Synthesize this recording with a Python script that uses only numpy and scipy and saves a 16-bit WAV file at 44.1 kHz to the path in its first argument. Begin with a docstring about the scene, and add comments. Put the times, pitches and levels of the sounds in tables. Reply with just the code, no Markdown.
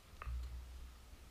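"""A hard ball gives one short knock on a lawn ringed by trees, which scatter a short echo.
Just after it a low boom sets in and hums away, probably the structure under the microphone shaking.
Two soft low bumps come ahead of the boom, and a few faint scuffs sound over the quiet
hiss and rumble of the open air."""
import sys
import numpy as np
from scipy import signal
from scipy.fft import irfft
from scipy.io import wavfile
from scipy.ndimage import uniform_filter1d

SR = 44100
rng = np.random.default_rng(int(sys.argv[2]) if len(sys.argv) > 2 else 0)


def file_out(sig):
    """Save sig as 16-bit WAV at sys.argv[1]."""
    # one column per channel
    cols = np.atleast_2d(sig).T
    # limit, then scale
    lim = np.clip(cols, -1, 1)
    pcm = np.round(lim * 32767).astype(np.int16)
    wavfile.write(sys.argv[1], SR, pcm)


N = 57330


def amp(db):
    """Decibels to gain."""
    return 10 ** (np.asarray(db) / 20)


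def unit(x):
    """Scales to an rms of one."""
    return x / np.sqrt(np.mean(x ** 2) + 1e-20)


def read(points, hz):
    """Reads a table along a log-frequency axis."""
    f, value = np.transpose(points)
    return np.interp(np.log(hz + 1), np.log(f + 1), value)


def since(start):
    """Seconds since start, zero before it."""
    return np.maximum(np.arange(N) / SR - start, 0)


def delayed(x, seconds):
    """The same sound, later."""
    return np.interp(np.arange(N) - seconds * SR, np.arange(N), x, left=0)


def dulled(x, edge_hz, order=2):
    """Rolls off the treble above edge_hz."""
    return signal.sosfilt(signal.butter(order, min(edge_hz, SR / 2 - 1), fs=SR, output="sos"), x)


def noise(colour):
    """Steady noise of a given spectrum, rms one."""
    hz = np.fft.rfftfreq(N, 1 / SR)
    phases = np.exp(2j * np.pi * rng.random(len(hz)))
    return unit(irfft(amp(read(colour, hz)) * phases, N))


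def open_air():
    """Quiet hiss and rumble over the lawn, drifting by about 1 dB in patches of pitch and time."""
    # spectrum of the air: f/Hz, relative density/dB
    colour = [(10, -13), (22, 2.5), (45, -1), (70, 0.5), (95, -8.5), (140, -13.5), (220, -15), (340, -19),
              (560, -21), (800, -23.5), (1100, -24), (1260, -19), (1480, -26), (2500, -26), (4000, -27.5),
              (7000, -33), (15000, -38)]
    spectrogram = signal.stft(noise(colour), nperseg=1024, noverlap=768)[2]
    across_pitch = uniform_filter1d(rng.standard_normal(spectrogram.shape), size=14, axis=0)
    drift_db = unit(uniform_filter1d(across_pitch, size=12, axis=1))
    return amp(-59) * signal.istft(spectrogram * amp(drift_db), nperseg=1024, noverlap=768)[1][:N]


def low_bumps():
    """Faint, deep thumps, each a tone under a bell-shaped swell."""
    # bumps: centre t/s, level/dB, half length/s, f/Hz
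    bumps = [(0.135, -54, 0.0071, 66.5), (.222, -54, 0.025, 74)]
    t = since(0)
    return sum(amp(db) * np.exp(-((t - centre) / half) ** 2) * np.cos(2 * np.pi * hz * (t - centre))
               for centre, db, half, hz in bumps)


def scuffs():
    """Short bright brushes of noise that swell and fade."""
    # brushes: t/s, level/dB, rise/s, decay/s, low-pass f/Hz
    brushes = [(0.166, -56.5, 0.0011, .004, 6050), (0.4278, -56.5, 0.0061, 0.011, 12100),
               (0.463, -61, .002, .007, 6000)]
    # spectrum of a scuff: f/Hz, relative density/dB
    colour = [(300, -24), (900, -15), (1400, 5.5), (2200, -11), (3000, 2), (3700, -2), (4300, 5),
              (4900, -11.5), (6000, -8), (7200, -4.5), (9000, -18.5), (15000, -10)]
    out = np.zeros(N)
    for start, db, rise, decay, edge_hz in brushes:
        envelope = np.minimum(since(start) / rise, 1) * np.exp(-since(start + rise) / decay)
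        out += amp(db) * envelope * dulled(noise(colour), edge_hz)
    return out


def ball_knock():
    """The blow rings quickly damped modes; each builds up over a few cycles, so the treble leads."""
    # modes of the knock: f/Hz, relative level/dB, T60/s
    modes = [(404, -3, 0.017), (617, -5.5, 0.021), (1167, -6.5, 0.031), (1233, -3, .039),
             (1596, -12.5, 0.028), (1832, -0.5, 0.012), (2045, -16.5, 0.033), (2632, -7.5, 0.017),
             (2800, -16, 0.0082)]
    build_cycles = 2.87
    t = since(start=0.2177)
    ring = np.zeros(N)
    for hz, db, t60 in modes:
        build_up = np.sin(np.pi / 2 * np.minimum(t * hz / build_cycles, 1)) ** 2
        ring += amp(db - 60 * t / t60) * np.sin(2 * np.pi * hz * t) * build_up
    return amp(-33) * dulled(ring, edge_hz=4100, order=4)


def tree_echoes(direct):
    """The trees around the lawn return a few dull echoes and a thin scatter from their trunks."""
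    # distinct echoes: delay/s, level/dB against the direct sound, low-pass f/Hz
    reflections = [(0.016, -20, 3600), (0.0283, -25, 2800), (0.0383, -10.5, 1500), (0.0611, -23.5, 1700),
                   (.0865, -34, 1400)]
    # spectrum of the scatter: f/Hz, relative level/dB
    colour = [(200, -28), (600, -11), (1000, -10.5), (1300, -10), (1800, 3.5), (2550, 5.5), (3200, -6),
              (6000, -2)]
    # decay of the scatter: f/Hz, T60/s
    decay_times = [(300, 0.34), (1250, 0.93), (1800, 0.31), (2600, 0.26), (6000, .15)]
    taps_per_s, rise_s, scatter_gain = 3000, 0.03, amp(-8.5) / 2
    echoes = sum(amp(db) * delayed(dulled(direct, hz), delay) for delay, db, hz in reflections)
    taps = rng.standard_normal(N) * (rng.random(N) < taps_per_s / SR)
    hz, t, spectrogram = signal.stft(taps, SR, nperseg=256)
    fade_db = read(colour, hz)[:, None] - 60 * t / read(decay_times, hz)[:, None]
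    tail = signal.istft(spectrogram * amp(fade_db), SR, nperseg=256)[1][:N]
    tail *= np.minimum(since(0) / rise_s, 1)
    return echoes + scatter_gain * signal.fftconvolve(direct, tail / np.linalg.norm(tail))[:N]


def boom():
    """A deep mode starts abruptly and dies unevenly; an upper mode rings at each jolt."""
    # course of the deep mode: t/s, rms level/dB
    deep_levels = [(.265, -40), (.29, -43.5), (.355, -41), (.41, -43.5), (0.459, -45), (.49, -53),
                   (.545, -44), (.61, -50.5), (.68, -53.5), (.72, -51), (.9, -56), (.96, -61.5), (1.3, -67)]
    # jolts that ring the upper mode: t/s, level/dB
    jolts = [(0.2657, -47), (.46, -57)]
    deep_hz, upper_hz = 61.6, 117.7
    rise_s, upper_t60_s = 0.016, 0.56
    t = since(start=0.2615)
    deep_rms = amp(np.interp(since(0), *np.transpose(deep_levels))) * np.minimum(t / rise_s, 1)
    out = np.sqrt(2) * deep_rms * np.sin(2 * np.pi * deep_hz * t)
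    for start, db in jolts:
        t = since(start)
        envelope = amp(db - 60 * t / upper_t60_s) * np.minimum(t / rise_s, 1)
        out += envelope * np.sin(2 * np.pi * upper_hz * t)
    return out


def scene():
    """The lawn from one microphone; only the knock echoes from the trees."""
    knock = ball_knock()
    return (knock + tree_echoes(knock) + boom() + low_bumps() + scuffs() + open_air())[None]


def record(dry):
    """The recorder cuts off the highest treble steeply."""
    edge_hz = 15350
    low_pass = signal.firwin(511, edge_hz, window=("kaiser", 9), fs=SR)
    return signal.oaconvolve(dry, low_pass[None], "same")


dry = scene()
out = record(dry)
file_out(out)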